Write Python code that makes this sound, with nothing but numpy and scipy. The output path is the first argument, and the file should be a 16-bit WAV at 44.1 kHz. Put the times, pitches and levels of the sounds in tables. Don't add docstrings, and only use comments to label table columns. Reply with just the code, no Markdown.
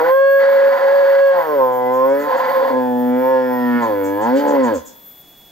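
import sys
import numpy as np
from scipy import signal
from scipy.fft import rfft, irfft, next_fast_len
from scipy.io import wavfile
from scipy.ndimage import uniform_filter1d, map_coordinates

SR = 44100
rng = np.random.default_rng(int(sys.argv[2]) if len(sys.argv) > 2 else 0)


def output_pcm(signal):
    pcm = np.clip(np.atleast_2d(signal).T, -1, 1) * 32767
    wavfile.write(sys.argv[1], SR, np.round(pcm).astype(np.int16))


N = 243285

# time in seconds, pitch in Hz.
TRUMPET_UNDERTONE = [(0, 153.5), (.1, 174.8), (.4, 198.7), (1.25, 196.9), (1.36, 177.8)]
FIRST_MOO_PITCH = [(1.42, 163.9), (1.544, 144.6), (1.608, 130.5), (1.676, 127.1), (1.856, 125.4),
                   (2.022, 131), (2.26, 147)]
BREAK_PITCH = [(2.45, 173.3), (2.621, 163.2)]
LONG_MOO_PITCH = [(2.73, 125.1), (2.756, 127.8), (2.94, 123.4), (3.116, 124.3), (3.302, 131.2),
                  (3.584, 123.9), (3.8, 120.5)]
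CLOSING_PITCH = [(3.84, 114.5), (3.944, 100.5), (4.048, 97.4), (4.148, 99.47), (4.198, 103.8),
                 (4.408, 145.6), (4.534, 142.6), (4.632, 128.6), (4.722, 105.5), (4.79, 77.5)]
REGISTERS = { "split": (0, -5, -9), "trumpet": (-52, 0, -36), "strained": (-21, 0, -15),
             "hoarse": (-14, 0, -2.5), "roar": (-4, -3, 2), "moo": (0, -60, -26), "gruff": (0, -40, -15),
             "ragged": (0, -25, -10)}
# midpoint in seconds, length in seconds, new register.
SLIPS = [(0, .01, "split"), (0.121, 0.056, "trumpet"), (.385, .05, "hoarse"), (.76, .05, "roar"),
         (.815, 0.068, "hoarse"), (1.189, 0.078, "strained"), (1.327, 0.042, "split"), (1.44, .06, "gruff"),
         (1.6, .1, "moo"), (2.18, .14, "ragged"), (2.275, 0.053, "roar"), (2.738, .06, "gruff"),
         (2.821, 0.074, "moo"), (3.809, .05, "gruff"), (3.95, .08, "moo"), (4.222, .1, "gruff"),
         (4.361, .04, "ragged"), (4.6, .1, "gruff")]
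# time in seconds, mouth in Hz, nasal in Hz.
VOWEL = [(1.4, 1093, 1483), (1.6, 1030, 1560), (1.85, 1020, 1640), (2.05, 1040, 1490), (2.2, 933, 1698),
         (2.6, 957, 1660), (3.1, 816, 1720), (3.35, 905, 1690), (3.6, 994, 1880), (3.8, 948, 1742),
         (3.92, 1032, 1700), (4.05, 920, 1736), (4.45, 908, 1560), (4.8, 1022, 1620)]
# relative level of a harmonic in dB, from the fundamental up.
TRUMPET_HARMONICS = [11, -4, -7, -21.5, -13.5, -8.5, -31, -18.5, -30, -29, -24, -29, -36.5, -30.5, -14.5,
                     -24, -23.5, -31, -24, -19, -29.5, -25.5]
# frequency in Hz, gain in dB.
PULSE_SPECTRUM = [(120, 3.5), (600, -9), (1100, -21), (1800, -30.5), (2200, -27.5), (2800, -32.5),
                  (3300, -30), (4500, -53), (5500, -36.5), (7000, -46)]
RASP_SPECTRUM = [(150, 5.5), (500, 1.5), (2000, -4), (3000, -1), (3900, 6), (4550, -5.5), (5300, -15.5),
                 (7000, -9), (12000, -16)]
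RADIATION = [(150, -6.5), (200, -18), (240, 7.5)]
# centre in Hz, width in Hz, gain in dB.
THROAT = [(242.7, 60.6, 6.5), (376, 140, -5.5), (530.8, 51.8, 11), (751.4, 32, 5.5), (861.4, 131, 1),
          (1045, 34.9, 10), (1280, 420, -9.5), (1512, 36, 2), (1640, 86, -4), (2008, 41, 1),
          (2183, 71, -15.5), (2550, 91, -23), (2707, 70, -23.5), (3320, 260, -32.5), (4462, 390, -12.5),
          (5800, 2100, -22), (8500, 830, -46), (10800, 3300, -43.5)]
VOICE_BANDS = {"chest": (180, 340), "throat": (340, 650), "mouth": (650, 1150), "nasal": (1150, 2350),
               "edge": (2350, 12500)}
# time in seconds, level in dB.
TRUMPET_LEVEL = [(0.0, -16.5), (0.09, -12), (0.684, -10), (0.798, -19), (0.838, -12), (1.26, -10),
                 (1.408, -15.5), (1.42, -21.5)]
FIRST_MOO_LEVEL = [(1.45, -22), (1.594, -12), (1.732, -18.5), (1.826, -18.5), (2.124, -12), (2.2, -19)]
BREAK_LEVEL = [(2.24, -21), (2.5, -20.5), (2.72, -19)]
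LONG_MOO_LEVEL = [(2.76, -14), (2.852, -19), (3.358, -13.5), (3.57, -20), (3.676, -16), (3.77, -14),
                  (3.83, -18)]
CLOSING_LEVEL = [(3.86, -22), (3.898, -17.5), (4.254, -21), (4.368, -10.5), (4.418, -18), (4.592, -12),
                 (4.708, -18.5), (4.73, -15), (4.764, -20), (4.822, -44), (4.86, -36)]
# time and half width in seconds, gain in dB.
CATCHES = [(2.281, .017, 7), (2.355, .014, 5), (2.485, .012, 3), (2.58, .022, 7), (2.63, .024, 7),
           (2.71, .014, 5)]
# time in seconds, level in dB.
MOUTH_EARLY = [(0.0, -18.5), (0.35, -29.5), (0.69, -29), (0.74, -23), (1.26, -31), (1.39, -19),
               (1.57, -28.5), (1.61, -16.5), (1.75, -22), (2.05, -19), (2.21, -35), (2.29, -19)]
MOUTH_LATE = [(2.6, -22), (2.64, -21), (3.21, -28), (3.25, -20.5), (3.39, -22.5), (3.46, -31.5),
              (3.52, -23), (3.79, -30), (3.83, -17.5), (3.98, -31.5), (4.15, -28), (4.28, -15.5),
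              (4.37, -35), (4.45, -19), (4.57, -21), (4.59, -31.5), (4.68, -18.5), (4.86, -55.5)]
NASAL_LEVEL = [(0.0, -25.5), (0.12, -25.5), (0.36, -21.5), (0.49, -26.5), (1.12, -27), (1.24, -25.5),
               (1.77, -38), (2.45, -27), (2.76, -33.5), (2.94, -41.5), (3.36, -30.5), (3.53, -34),
               (3.79, -25.5), (3.91, -35.5), (4.17, -35.5), (4.29, -29), (4.32, -33), (4.66, -32),
               (4.68, -27.5), (4.86, -53)]
# time in seconds, gain in dB.
CHEST_WEIGHT = [(0, -6), (1.7, -15.5), (2.15, -7.5), (2.4, 1), (2.75, -2), (3.1, 6), (3.3, -9.5), (3.55, 1),
                (3.76, 14), (3.87, -2), (4.2, 6), (4.32, 3.5), (4.55, 0.5), (4.7, 4)]
# pitch in Hz, gain in dB.
NECK = [(98, -39), (122, -41), (145, -49.5), (175, -43.5)]
# frequency in Hz, left's lead in radians.
PORT_PHASE = [(60, .1), (250, 0.83), (750, 1.14), (2000, 1.06), (4200, 1.07), (9000, 0.32)]
# frequency in Hz, left minus right in dB.
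PORT_BALANCE = [(200, 0.5), (600, -0.4), (740, 2), (830, 0.5), (1100, -3.5), (2400, -1.5), (4400, -2)]
# frequency in Hz, relative level in dB.
HUSH_SPECTRUM = [(25, -9), (80, -11.5), (270, -4), (480, -11), (720, -9), (1200, -17.5), (3000, -20.5),
                 (6000, -21), (12000, -24), (14000, -17.5), (15000, -35.5)]
# frequency in Hz, left-right likeness from 0 to 1.
HUSH_LIKENESS = [(60, 0.51), (130, 1), (290, 0.62), (640, 1), (1410, 1), (3100, 1), (6820, 0.096),
                 (15000, 1)]
# time in seconds, level in dB.
WHINE_LEVEL = [(0, -54), (1.5, -59.5), (2.9, -54.5), (4.9, -56.5), (5.2, -52), (5.5, -50)]
# multiple of the fundamental, offset in Hz, rms level in dB.
WHINE_OVERTONES = [(1, 330, -71), (2, 0, -69), (3, 0, -76)]
# frequency in Hz, seconds to fall 60 dB.
WALL_DECAY = [(200, 0.7), (1500, 0.71), (7000, 0.15)]
# start in seconds, relative level in dB.
CHIRPS = [(1.714, -49.5), (1.92, -44.5), (2.0792, -46.5), (2.1893, -41.5), (2.3532, -42), (3.8107, -39.5),
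          (4.0328, -36), (4.2063, -37), (4.351, -36), (4.463, -35.5), (4.6253, -35), (4.7315, -32),
          (4.8492, -33.5)]
SIDES = np.array([[.5], [-.5]])


def amp(db):
    return 10 ** (np.asarray(db) / 20)


def unit(x):
    return x / np.sqrt(np.mean(x ** 2) + 1e-20)


def along(points, hz):
    f, v = np.transpose(points)
    return np.interp(np.log(hz + 1), np.log(f + 1), v)


def curves(*tables):
    s, *cols = np.vstack(tables).T
    return [np.interp(np.arange(N) / SR, s, c) for c in cols]


def bump(s, width_s):
    return np.exp(-((np.arange(N) / SR - s) / width_s) ** 2)


def wobble(rate):
    return map_coordinates(rng.standard_normal(int(N * rate / SR) + 4), [np.arange(N) * rate / SR])


def filtered(x, response):
    m = next_fast_len(N + SR // 2)
    return irfft(rfft(x, m) * response(np.fft.rfftfreq(m, 1 / SR)), m)[..., :N]


def band(hz, lo, hi, order=24):
    return (1 - 1 / (1 + (hz / lo) ** order)) / (1 + (hz / hi) ** order)


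def steady(x, seconds):
    size = int(seconds * SR)
    return x / np.sqrt(np.abs(uniform_filter1d(uniform_filter1d(x ** 2, size), size)) + 1e-12)


def pitches():
    t = np.arange(N) / SR
    low_hz, = curves(TRUMPET_UNDERTONE, FIRST_MOO_PITCH, BREAK_PITCH, LONG_MOO_PITCH, CLOSING_PITCH)
    scoop_hz = 87.9 * np.exp(-t / .08)
    slack_hz = 17 * np.clip((t - 1.25) / .18, 0, 1)
    return uniform_filter1d(low_hz, size=SR // 30), 550.5 - scoop_hz - slack_hz


def register():
    t = np.arange(N) / SR
    states = np.array([REGISTERS[name] for _, _, name in SLIPS], float)
    db = states[0][:, None] + np.zeros(N)
    for (s, length, _), step in zip(SLIPS[1:], np.diff(states, axis=0)):
        db += step[:, None] * np.clip((t - s) / length + .5, 0, 1)
    return db


def moo(turns, pitch_hz, mouth_db=10, nasal_db=11.5, mouth_width_hz=90, nasal_width_hz=52):
    mouth_hz, nasal_hz = curves(VOWEL)
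    out = np.zeros(N)
    for k in range(1, 45):
        hz = k * pitch_hz
        lift_db = mouth_db / (1 + ((hz - mouth_hz) / mouth_width_hz) ** 2)
        lift_db += nasal_db / (1 + ((hz - nasal_hz) / nasal_width_hz) ** 2)
        drift = np.interp(np.arange(N), np.linspace(0, N, 45), rng.standard_normal(45))
        drift_db = 4.5 * min(k / 14, 1) * drift
        out += amp(along(PULSE_SPECTRUM, hz) + lift_db + drift_db) * np.cos(2 * np.pi * k * turns)
    return unit(out)


def trumpet(turns, breaking):
    tone = sum(amp(db) * np.cos(2 * np.pi * k * turns) for k, db in enumerate(TRUMPET_HARMONICS, 1))
    return unit(tone) * amp(3.9 * breaking * wobble(40))


def folds(low_hz, high_hz, register_db):
    low, high, rasp = amp(register_db)
    breaking = np.clip(register_db[2], 0, 1)
    slow_jitter = (.0006 + .025 * rasp) * wobble(160)
    fast_jitter = (.0003 + .011 * rasp) * wobble(220) + (.004 * rasp + .025 * breaking) * wobble(35)
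    slow_turns = np.cumsum(low_hz * (1 + slow_jitter)) / SR
    fast_turns = np.cumsum(high_hz * (1 + fast_jitter)) / SR
    doubling = 1 + .7 * bump(4.49, width_s=.06) * np.cos(np.pi * slow_turns)
    low_voice = low * moo(slow_turns, low_hz) * doubling
    pulse = np.cos(2 * np.pi * slow_turns)
    high_voice = high * trumpet(fast_turns, breaking) * (1 + .24 * low * pulse)
    air = filtered(rng.standard_normal(N), lambda hz: amp(along(RASP_SPECTRUM, hz)))
    puffs = (1 + .098 * pulse) * amp(1.5 * wobble(70))
    return low_voice + high_voice + rasp * unit(air * puffs), slow_turns


def throat(hz):
    ringing = sum((-1) ** k * amp(db) * 1j * hz * width / (centre ** 2 - hz ** 2 + 1j * hz * width)
                  for k, (centre, width, db) in enumerate(THROAT))
    return ringing * amp(along(RADIATION, hz))


def ground_bounce(hz, delay_s=.002267, strength=.31):
    return 1 + strength * np.exp(-2j * np.pi * hz * delay_s)


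def cow(stop_s=4.79, release_s=.05):
    t = np.arange(N) / SR
    low_hz, high_hz = pitches()
    low_db, _, rasp_db = register_db = register()
    source, slow_turns = folds(low_hz, high_hz, register_db)
    voiced = filtered(source, lambda hz: throat(hz) * ground_bounce(hz))
    chest, low_mid, mouth, nasal, edge = [
        filtered(voiced, lambda hz: band(hz, lo, hi)) for lo, hi in VOICE_BANDS.values()]
    chest_db, = curves(CHEST_WEIGHT)
    body = low_mid + amp(chest_db) * chest
    body_db, = curves(TRUMPET_LEVEL, FIRST_MOO_LEVEL, BREAK_LEVEL, LONG_MOO_LEVEL, CLOSING_LEVEL)
    body_db += sum(db * bump(s, width_s) for s, width_s, db in CATCHES)
    mouth_db, = curves(MOUTH_EARLY, MOUTH_LATE)
    nasal_db, = curves(NASAL_LEVEL)
    edge_db = -25 + .72 * nasal_db + .18 * rasp_db + .83 * t
    edge_db += 8 * bump(4.385, width_s=.027)
    bands = [(body, body_db), (mouth, mouth_db), (nasal, nasal_db), (edge, edge_db)]
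    call = sum(amp(db) * steady(x, seconds=.054) for x, db in bands)
    neck = amp(low_db + along(NECK, low_hz)) * np.sin(2 * np.pi * slow_turns)
    return (call + neck) * np.clip(1 - (t - stop_s) / release_s, 0, 1)


def microphone_ports(hz):
    return amp(SIDES * along(PORT_BALANCE, hz)) * np.exp(1j * SIDES * along(PORT_PHASE, hz))


def yard_hush(level_db=-51):
    def mid_and_side(hz):
        angle = np.arccos(np.clip(along(HUSH_LIKENESS, hz), -1, 1)) / 2
        return amp(along(HUSH_SPECTRUM, hz)) * np.array([np.cos(angle), np.sin(angle)])
    mid, side = filtered(rng.standard_normal((2, N)), mid_and_side)
    return amp(level_db + .27 * wobble(1.7)) * unit(np.array([mid + side, mid - side]))


def camera_whine():
    t = np.arange(N) / SR
    pitch_hz = 3384 + 19 * signal.sawtooth(np.pi * (t + .13), .5)
    turns = np.cumsum(pitch_hz) / SR
    base_db, = curves(WHINE_LEVEL)
    tones = amp(base_db + SIDES) * np.sin(2 * np.pi * turns)
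    for k, offset_hz, db in WHINE_OVERTONES:
        tones += amp(db) * np.sin(2 * np.pi * (k * turns + offset_hz * t))
    flutter = .45 * np.sin(2 * np.pi * 330 * t) + .2 * np.sin(2 * np.pi * 165 * t)
    flicker = 1 + .35 * wobble(8) + .4 * wobble(28)
    sway = amp(1.5 * np.array([wobble(5), wobble(5)]) - SIDES)
    tones += amp(-48) * flicker * sway * np.sin(2 * np.pi * 4 * turns + flutter - SIDES / 2)
    fizz = unit(filtered(rng.standard_normal((2, N)), lambda hz: 1 / (1 + ((hz - 13450) / 480) ** 2)))
    whistle = np.sin(2 * np.pi * 15625 * t)
    return np.sqrt(2) * tones + amp(-58) * fizz + amp(-64) * whistle


def walls(x, delay_s=.008):
    hz, t, noise = signal.stft(rng.standard_normal((2, SR // 2)), SR, nperseg=256)
    decay = amp(-60 * t / along(WALL_DECAY, hz)[:, None])
    _, tail = signal.istft(noise * decay, SR, nperseg=256)
    delayed = np.pad(x, (int(delay_s * SR), 0))
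    return signal.fftconvolve(delayed[None], tail / np.linalg.norm(tail[0]), axes=1)[:, :N]


def bird():
    song, t = np.zeros(N + SR), np.arange(SR // 5) / SR
    pitch_hz = 6600 + 900 * np.exp(-t / .017)
    slide = np.sin(2 * np.pi * np.cumsum(pitch_hz) / SR)
    swell = (t / .017) ** 2 * np.exp(2 - 2 * t / .018)
    for s, db in CHIRPS:
        grain = filtered(rng.standard_normal(len(t)), lambda hz: 1 / (1 + (hz / 850) ** 2))
        song[int(s * SR):][:len(t)] += amp(db - 8.5) * swell * unit(grain[:len(t)]) * slide
    return song[:N]


def scene():
    call, chirps = cow(), bird()
    direct = filtered(call, microphone_ports) + chirps * amp(3 * SIDES)
    scattered = filtered(call, lambda hz: amp(along([(500, -23), (1500, -18), (5000, -11)], hz)))
    return direct + walls(scattered + amp(5.5) * chirps) + yard_hush() + camera_whine()


def record(dry):
    return filtered(dry, lambda hz: hz < 15750)


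dry = scene()
out = record(dry)
output_pcm(out)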